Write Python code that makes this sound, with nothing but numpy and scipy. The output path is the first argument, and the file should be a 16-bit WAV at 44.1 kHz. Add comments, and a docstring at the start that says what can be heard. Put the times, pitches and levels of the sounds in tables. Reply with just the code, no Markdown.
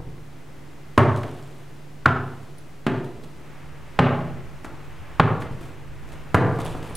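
"""The dying echo of a low thud and a soft footfall, over a low hum and moving air, come first.
Then a small basketball is bounce-passed six times on the packed dirt of a wooden barn aisle, beside a standing horse.
Each bounce sums a damped thump, a filtered rubber slap, a crunch of noise grains and the ringing air in the ball.
Decaying noise gives the barn's echo and damped sines its boom; knocks, scuffs and metal clinks fall between.
Filtered noise makes the air at the open door, and wavering sines make the hum."""
import sys
import numpy as np
from scipy import signal
from scipy.fft import rfft, irfft, next_fast_len
from scipy.io import wavfile
from scipy.ndimage import uniform_filter1d

SR = 44100
rng = np.random.default_rng(int(sys.argv[2]) if len(sys.argv) > 2 else 0)


def materialize(psi):
    """Save the field psi as 16-bit PCM at rate SR to the path in sys.argv[1].

    A 1-D psi becomes a single channel; in a 2-D psi each row is a channel.
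    """
    bounded = np.clip(np.atleast_2d(psi).T, -1, 1)
    quanta = np.round(bounded * 32767).astype(np.int16)
    wavfile.write(sys.argv[1], SR, quanta)


N = 307003
TIME = np.arange(N) / SR
TAIL = TIME[:SR]  # the one second given to each short sound

# Impacts of the ball: (time [s], force [dB], distance [m], firmness of dirt [0-1], thump [Hz], shell [Hz],
# shell ring [dB], far wall echo [dB], favoured boom [Hz], lift of that boom [dB])
BOUNCES = [ (0.9767, -0.5, 3.8, 0.08, 247, 1072, -6.5, -11.5, 90, 8),
           (2.0572, -6.5, 3.22, 0.37, 261, 1422, 2, -37, 152, 4.5),
           (2.8655, -9, 3.86, 0.44, 238, 1020, -18, -11, 344, 6),
           (3.9897, -7, 3.28, 1, 171, 1050, -4.5, -5.5, 179.5, 17),
           (5.1966, -11, 2.02, 1, 131, 1080, 0.5, -10.5, 101, 10.5),
           (6.3443, -4.5, 3.4, 0.1, 161, 1270, -4.5, -7.5, 103, 9)]
# Spectrum of the rubber shell's slap: (frequency [Hz], relative level [dB])
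SLAP_SPECTRUM = [(40, -45.5), (90, 13.5), (300, -0.5), (500, 1.5), (750, -3.5), (1100, -2.5), (1500, -6.5),
                 (2000, -12), (2900, -16), (4000, -24), (5500, -34.5), (9000, -38), (16000, -69)]
# Partials of the fluttering shell: (ratio to main mode [1], relative level [dB])
SHELL_PARTIALS = [(0.799, -1.5), (0.999, 0), (1.24, -12.5), (1.55, -20.5), (2.4, -54)]
# Resonances of the air inside the ball: (frequency [Hz], relative level [dB], t60 [s])
BALL_AIR_MODES = [(1132, 14.5, 0.15), (1244, 8, 0.4), (1444, -11, 0.74), (1617, 2.5, 0.45), (1760, 8, 0.51),
                  (2325, -20, 0.48), (2930, -14, 0.87), (3730, -37, 0.39)]
# Spectrum of sand grains: (frequency [Hz], relative level [dB])
GRIT_SPECTRUM = [(300, 15), (1500, 2.5), (3500, 0), (5500, -9), (8500, -8), (12000, -14.5), (16000, -24)]
# Standing waves and wall boards of the barn: (frequency [Hz], relative level [dB], t60 [s])
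BARN_MODES = [(107.3, 2.5, 1), (131.8, -12, 0.89), (136.2, 6.5, 0.98), (147.5, 0, 0.2), (167, -2, 0.83),
              (232, -3, 1), (251, 6.5, 0.74), (368.7, 1.5, 0.88), (397, 3.5, 0.65), (442, -9, 1),
              (707, -16, 0.66)]
# Reverberation time of the barn: (frequency [Hz], t60 [s])
BARN_T60 = [(60, 0.67), (130, 0.63), (350, 0.98), (700, 0.77), (1300, 0.57), (2500, 0.53), (5000, 0.65),
            (14000, .25)]
# Spectrum of the barn's echo: (frequency [Hz], relative level [dB])
BARN_SPECTRUM = [(40, -10), (90, -1.5), (140, 12.5), (200, -0.5), (300, 4.5), (420, 6.5), (1000, 3),
                 (2000, 2), (4000, -1.5), (8000, -5.5), (16000, -13)]
# Spectrum of a soft contact: (frequency [Hz], relative level [dB])
KNOCK_SPECTRUM = [(40, -26), (120, -6.5), (300, 5.5), (600, -3), (1000, 0.5), (2000, -4), (4000, -12.5),
                  (16000, -5)]
# The ball brushes a hand, a coat or the wall: (time [s], knock [dB], dull above [Hz], rasp [dB])
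TAPS = [(1.232, 3.5, 2840, -38.5), (3.236, -14, 4000, -41.5), (4.645, 4.5, 1940, -37),
        (5.419, 4, 2600, -37), (6.587, 11, 1260, -37.5)]
# Low thuds, feet and hooves on the dirt: (time [s], weight [dB], knock dull above [Hz], scuff [dB])
STEPS = [(0.001, -0.5, 675, -72), (0.07, -0.5, 394, -67), (5.511, 5, 150, -53), (5.608, -6, 450, -44),
         (6.655, 3.5, 1060, -37.5), (6.749, 2, 1280, -54), (6.828, -8, 2780, -41), (6.907, 0.5, 878, -49)]
# Resonances of the floor under a foot: (frequency [Hz], relative level [dB], t60 [s])
FLOOR_MODES = [(70.6, -19, 0.15), (121, 9, 0.04)]
# Sharp scrapes on the dirt: (time [s], level [dB])
SCRAPES = [(1.162, -36.5), (3.045, -44), (5.402, -39), (6.088, -46), (6.12, -40.5), (6.602, -32.5)]
# Clinks of a small metal snap: (time [s], level [dB], pitch ratio [1])
CLINKS = [(2.583, -50, 1.08), (6.649, -41.5, 1.08), (6.773, -56, .975), (6.898, -53, 1.025),
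          (6.952, -33, 1.09)]
# Resonances of the snap at pitch ratio 1: (frequency [Hz], relative level [dB], t60 [s])
SNAP_MODES = [(9180, -10, 0.19), (9200, -2, 0.077), (10900, -10, 0.043), (11300, -13, .025)]
# Spectrum of the snap's contact: (frequency [Hz], relative level [dB])
TICK_SPECTRUM = [(1000, -31), (4000, 6), (7000, 1), (9800, 1), (13000, -20), (16000, 5)]
# Spectrum of the still barn air: (frequency [Hz], relative density [dB per Hz])
AIR_SPECTRUM = [(20, -6), (45, -11.5), (75, -9), (110, -7), (147, -5), (185, -10), (330, -9.5), (450, -14),
                (950, -21.5), (2000, -26), (4000, -32.5), (8000, -37), (12000, -41.5), (16000, -45)]
# Spectrum of the wash from outdoors: (frequency [Hz], relative level [dB])
WASH_SPECTRUM = [(100, -4.5), (400, -4.5), (900, 1.5), (1900, -2), (2800, -7), (4500, -23), (16000, -35)]
# Machine hum: (mean frequency [Hz], mean level [dB])
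HUM = [(146, -49), (2040, -70.5)]

# A full bounce on loose dirt heard from REF_M, then the changes on fully packed dirt
REF_M = 3
SLAP_DB, THUMP_DB, CRACK_DB, CRUNCH_DB = 33, -5, -4, -24
FIRM_THUMP_DB, FIRM_CRACK_DB, FIRM_CRUNCH_DB = 5.5, 9, -28
# The deeper the thump, the hollower the slap; the more the shell rings, the more the slap gathers at its pitch
HOLLOW_HZ, HOLLOW_DB_PER_OCT = 152.5, 12
FOCUS_DB, FOCUS_PER_RING = 4.5, 0.5
PING_DB = -67.5  # ringing air relative to the slap
# Kicked-up grit rains back, less of it from packed dirt
FALL_AFTER_S, FALL_PEAK_S, FALL_DB, FIRM_FALL_DB = 0.1, 0.2, -45.5, -23
# Reflections and standing waves of the barn
STALL_WALL_S, STALL_WALL_SHARE, FAR_WALL_S = 0.0049, 0.19, 0.066
ROOM_DB, THUMP_ROOM_DB, FLUTTER_ROOM_DB, SMALL_ROOM_DB = -5, -4, -8, -4
BOOM_DB, BOOM_OCTAVES, BOOM_DELAY_S, BOOM_BUILD_S = -23, 0.32, 0.00823, 0.004
# Footfalls and grazes
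STEP_KNOCK_DB, STEP_THUD_DB, STEP_SHAKE_DB = 3.5, -34, -44
BRUSH_S, STEP_SCUFF_S, SCRAPE_S = 0.011, 0.068, 0.019  # decay times to 1 / e
# A breeze gets up outdoors, lifting the wash at the door and the draught on the microphone
BREEZE_AT_S, BREEZE_RISE_S = 3.46, 0.27
AIR_DB, WASH_DB, WASH_LIFT_DB, DRAUGHT_DB, DRAUGHT_LIFT_DB = -46.5, -58, 8.5, -55, 12


def ball():
    """Impact excitation: force sets level, distance the share of echo, firm dirt trades crunch for thump and crack."""
    out = np.zeros((2, N))
    for s, force_db, metres, firm, thump_hz, shell_hz, shell_db, far_db, boom_hz, lift_db in BOUNCES:
        slap_db = SLAP_DB + force_db
        thump_db = THUMP_DB + force_db + FIRM_THUMP_DB * firm
        near = REF_M / metres
        thump = ball_thump(thump_db, thump_hz)
        slap = shell_slap(slap_db, firm, thump_hz, shell_hz, shell_db)
        flutter = shell_flutter(force_db + shell_db, shell_hz)
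        crunch = undb(CRUNCH_DB + FIRM_CRUNCH_DB * firm) * grit(die(0.0082), sparkle_db=10)
        ping = undb(slap_db + PING_DB) * ring(BALL_AIR_MODES)
        add(out, s, near * (thump + slap + flutter + crunch + ping))
        falling = undb(FALL_DB + FIRM_FALL_DB * firm) * grit(pulse(FALL_PEAK_S))
        add(out, s + FALL_AFTER_S, near * falling)
        # the stall wall throws the slap straight back
        add(out, s + STALL_WALL_S, near * STALL_WALL_SHARE * (slap + flutter))
        # thump and flutter spread less through the aisle than the slap
        spread = slap + crunch + undb(THUMP_ROOM_DB) * thump + undb(FLUTTER_ROOM_DB) * flutter
        echo = signal.fftconvolve(spread, barn(), axes=1)[:, :SR]
        add(out, s, undb(ROOM_DB) * echo)
        # the end of the aisle returns a duller copy
        far_echo = colour(echo, far_db + dull(bins(TAIL), 2200, order=2))
        add(out, s + FAR_WALL_S, near * far_echo)
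        add(out, s + BOOM_DELAY_S, barn_boom(thump_db, boom_hz, lift_db))
    return out


def ball_thump(db, hz):
    """Volume displacement: the ball flattens and springs back, pushing the air for a cycle or two."""
    thump = undb(db) * pulse(0.0028) * np.cos(2 * np.pi * hz * TAIL)
    # a small ball radiates little below its thump
    return colour(thump, dull(0.19 * hz, bins(TAIL), order=1))


def shell_slap(db, firm, thump_hz, shell_hz, shell_db):
    """Broadband impact: a brief contact force is shaped by the resonances of the rubber shell."""
    f = bins(TAIL)
    hollow_db = HOLLOW_DB_PER_OCT * np.log2(HOLLOW_HZ / thump_hz)
    crack_db = CRACK_DB + FIRM_CRACK_DB * firm
    tone_db = read(SLAP_SPECTRUM, f)
    tone_db = tone_db + (FOCUS_DB + FOCUS_PER_RING * shell_db) * bump(f, shell_hz, 0.53)
    tone_db = tone_db + hollow_db * (bump(f, 490, 0.18) + bump(f, 163, 0.32))
    tone_db = tone_db + crack_db * bump(f, 3140, 0.6)
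    return colour(contact(0.002), db + tone_db)


def shell_flutter(db, shell_hz):
    """Damped modal vibration: inharmonic partials of the shell last a few cycles."""
    partials = sum(undb(part_db) * np.sin(2 * np.pi * ratio * shell_hz * TAIL)
                   for ratio, part_db in SHELL_PARTIALS)
    return undb(db) * pulse(0.002) * partials


def grit(envelope, sparkle_db=2, uneven_db=4.5):
    """Granular noise: sand grains of uneven size, slightly different at each ear."""
    sizes = undb(uneven_db * np.repeat(rng.standard_normal(SR // 30), repeats=30))
    grains = rng.standard_normal((2, SR)) * sizes
    f = bins(grains)
    mid, side = unit(colour(grains, read(GRIT_SPECTRUM, f) + sparkle_db * bump(f, 13700, 0.8)))
    return (mid + 0.088 * np.array([side, -side])) * envelope


def barn_boom(thump_db, boom_hz, lift_db):
    """Modal excitation: the thump drives standing waves, each spot on the floor favouring those near one pitch."""
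    modes = [(hz, db + lift_db * bump(hz, boom_hz, BOOM_OCTAVES), t60) for hz, db, t60 in BARN_MODES]
    return undb(thump_db + BOOM_DB) * ring(modes) * (1 - die(BOOM_BUILD_S))


def barn(build_s=0.0021, lumpy_db=1.5):
    """Diffuse reverberation: clustered reflections off boards and rafters decay at a rate set by frequency."""
    f = bins(TAIL)
    clusters = undb(lumpy_db * walk(222.0)[:SR])
    noise = rfft(rng.standard_normal((2, SR)) * clusters)
    swell = 1 - np.exp(-np.maximum(TAIL - 0.006, 0) / build_s)
    out = 0
    for hz in np.geomspace(40, 16000, 18):
        band = np.cos(np.pi / 2 * np.clip(2 * np.log2(f / hz), -1, 1)) ** 2
        tail = unit(irfft(noise * band, SR) * (swell * fade(read(BARN_T60, hz))))
        # level follows bandwidth
        out = out + tail * np.sqrt(np.mean(band) / SR) * undb(read(BARN_SPECTRUM, hz))
    return stereo(*out, [(100, -15), (1000, -26), (2500, -17.0), (5000, -25), (12000, -43)])


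def small_sounds():
    """Superposition: taps, footfalls, scrapes and clinks add linearly."""
    out = np.zeros((2, N))
    add_taps(out)
    add_footfalls(out)
    add_scrapes(out)
    add_clinks(out)
    return out


def knock(db, top_hz):
    """Compliant contact: a soft surface gives a brief push with little treble."""
    f = bins(TAIL)
    return colour(contact(0.0027), db + read(KNOCK_SPECTRUM, f) + dull(f, top_hz))


def add_taps(out):
    """Contact and friction: each touch of the ball is a soft knock with a rasp."""
    for s, db, top_hz, rasp_db in TAPS:
        add(out, s, knock(db, top_hz) + undb(rasp_db) * grit(die(BRUSH_S)))


def add_footfalls(out):
    """Impact on a damped floor: a thud or step sums a knock, floor modes, a low shake and a granular scuff."""
    for s, db, top_hz, scuff_db in STEPS:
        shake = unit(colour(rng.standard_normal(SR), dull(bins(TAIL), 45))) * pulse(0.046)
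        floor = undb(STEP_THUD_DB) * ring(FLOOR_MODES) + undb(STEP_SHAKE_DB) * shake
        scuff = undb(scuff_db) * grit(die(STEP_SCUFF_S))
        add(out, s, knock(db + STEP_KNOCK_DB, top_hz) + undb(db) * floor + scuff)


def add_scrapes(out):
    """Granular friction: a short burst of grains marks each sharp scrape."""
    for s, db in SCRAPES:
        add(out, s, undb(db) * grit(die(SCRAPE_S)))


def add_clinks(out):
    """Modal ringing: a noisy tick of contact accompanies the damped modes of the metal snap."""
    for s, db, pitch in CLINKS:
        tick = unit(colour(rng.standard_normal((2, SR)), read(TICK_SPECTRUM, bins(TAIL)))) * die(0.007)
        modes = [(hz * pitch, mode_db, t60) for hz, mode_db, t60 in SNAP_MODES]
        add(out, s, undb(db) * (tick + ring(modes)))


def background():
    """Superposition of steady sources: barn air, outdoor wash, draught and hum."""
    wind = 0.5 + 0.5 * np.tanh((TIME - BREEZE_AT_S) / BREEZE_RISE_S)
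    return still_air() + outdoor_wash(wind) + draught(wind) + machine_hum()


def still_air():
    """Stationary random noise: the barn air keeps a fixed spectrum and a nearly steady level."""
    width_db = [(30, -5), (150, -6.5), (1000, -4.5), (3000, -7.0), (7000, -7.0), (14000, -4)]
    return stereo_noise(AIR_SPECTRUM, width_db) * undb(AIR_DB + 0.5 * walk(5.4))


def outdoor_wash(wind):
    """Modulated noise: the wash from outdoors rises with the breeze."""
    level_db = WASH_DB + WASH_LIFT_DB * wind + 1.8 * walk(4.12)
    return stereo_noise(WASH_SPECTRUM, [(300, -24), (4000, -12.5)]) * undb(level_db)


def draught(wind):
    """Turbulent pressure: gusts on the microphone give low noise that rises with the breeze."""
    spectrum = [(8, -8), (25, -9.5), (60, -4.5), (120, -10.5), (500, -52), (4000, -84)]
    level_db = DRAUGHT_DB + DRAUGHT_LIFT_DB * wind + 2.5 * walk(8)
    return stereo_noise(spectrum, [(30, 5), (100, -2)]) * undb(level_db)


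def machine_hum():
    """Frequency and amplitude modulation: each sine of the hum wavers in pitch and level."""
    out = 0
    for hz, db in HUM:
        level = undb(db + 2 * walk(11.0))
        phase = 2 * np.pi * np.cumsum(hz + 2.48 * walk(7.8)) / SR
        out = out + level * np.sqrt(2) * np.sin(phase)
    return out


def stereo_noise(points, width_db):
    """Spectral shaping: filtered white noise in stereo, scaled to rms 1."""
    noise = rng.standard_normal((2, next_fast_len(N, True)))
    mid, side = irfft(rfft(noise) * undb(read(points, bins(noise))), noise.shape[-1])
    return unit(stereo(mid, side, width_db)[:, :N])


def stereo(mid, side, width_db):
    """Mid-side coding: the side gain at each frequency sets how far the channels differ."""
    side = irfft(rfft(side) * undb(read(width_db, bins(side))), len(side))
    return np.array([mid + side, mid - side])


def walk(rate):
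    """Twice-smoothed random steps: slow chance with a spread near 1, stepping at the given rate in Hz."""
    k = int(SR / rate)
    steps = np.repeat(rng.standard_normal(N // k + 1), k)
    return 1.37 * uniform_filter1d(uniform_filter1d(steps, k), k)[:N]


def contact(length_s):
    """Impulsive excitation: an irregular short push, with its energy evened out over frequency."""
    push = rng.standard_normal(SR) * TAIL / length_s * np.exp(-TAIL / length_s)
    power = uniform_filter1d(abs(rfft(push)) ** 2, size=160)
    return colour(push, -10 * np.log10(np.maximum(power, 1e-9)))


def ring(modes):
    """Modal superposition: struck modes die away as damped sines."""
    return sum(undb(db) * np.sin(2 * np.pi * hz * TAIL) * fade(t60) for hz, db, t60 in modes)


def fade(t60):
    """Exponential decay: level falls 60 dB in t60 seconds."""
    return np.exp(-np.log(1000) * TAIL / t60)


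def die(seconds):
    """Exponential decay: a sudden start falls to 1 / e in the given time."""
    return np.exp(-TAIL / seconds)


def pulse(peak_s):
    """Critically damped response: a smooth swell reaches 1 at peak_s and dies away."""
    return TAIL / peak_s * np.exp(1 - TAIL / peak_s)


def colour(x, db):
    """Minimum-phase filtering: the folded cepstrum gives a causal filter with the given gains."""
    n = x.shape[-1]
    cepstrum = irfft(np.log(undb(db)), n)
    cepstrum[1:n // 2] *= 2
    cepstrum[n // 2 + 1:] = 0
    return irfft(rfft(x) * np.exp(rfft(cepstrum)), n)


def dull(f, hz, order=3):
    """Low-pass response: gain in dB at f, half power at hz."""
    return -10 * np.log10(1 + (f / hz) ** (2 * order))


def bump(f, hz, octaves):
    """Resonance curve: a Gaussian bell on the log-frequency axis."""
    return np.exp(-0.5 * (np.log2(f / hz) / octaves) ** 2)


def read(points, hz):
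    """Logarithmic interpolation: a (frequency [Hz], value) table joined on a log-frequency axis."""
    f, value = np.transpose(points)
    return np.interp(np.log(np.maximum(hz, 1)), np.log(f), value)


def bins(x):
    """Discrete spectrum: the frequencies of x in Hz, held to at least 1."""
    return np.maximum(np.fft.rfftfreq(x.shape[-1], 1 / SR), 1)


def undb(db):
    """Logarithmic level: decibels to amplitude gain."""
    return 10 ** (np.asarray(db) / 20)


def unit(x):
    """Power normalisation: scale to rms 1."""
    return x / np.sqrt(np.mean(x ** 2))


def add(track, s, sound):
    """Linear superposition: lay a sound into a track at time s."""
    start = int(np.clip(s * SR, 0, N - 1))
    track[..., start:start + SR] += sound[..., :N - start]


def scene():
    """Superposition with convolution: all sources add, and the small sounds gain the barn's echo."""
    small = small_sounds()
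    echo = signal.fftconvolve(small, barn(), axes=1)[:, :N]
    return ball() + small + undb(SMALL_ROOM_DB) * echo + background()


def record(dry):
    """Saturation and band limiting: high peaks are rounded, the top is cut and a small offset is added."""
    rounded = dry / (1 + dry ** 8) ** (1 / 8)
    low_pass = signal.ellip(10, 0.1, 80, 15800, fs=SR, output="sos")  # ripple dB, stop dB, edge Hz
    return signal.sosfilt(low_pass, rounded) + 0.01


dry = scene()
out = record(dry)
materialize(out)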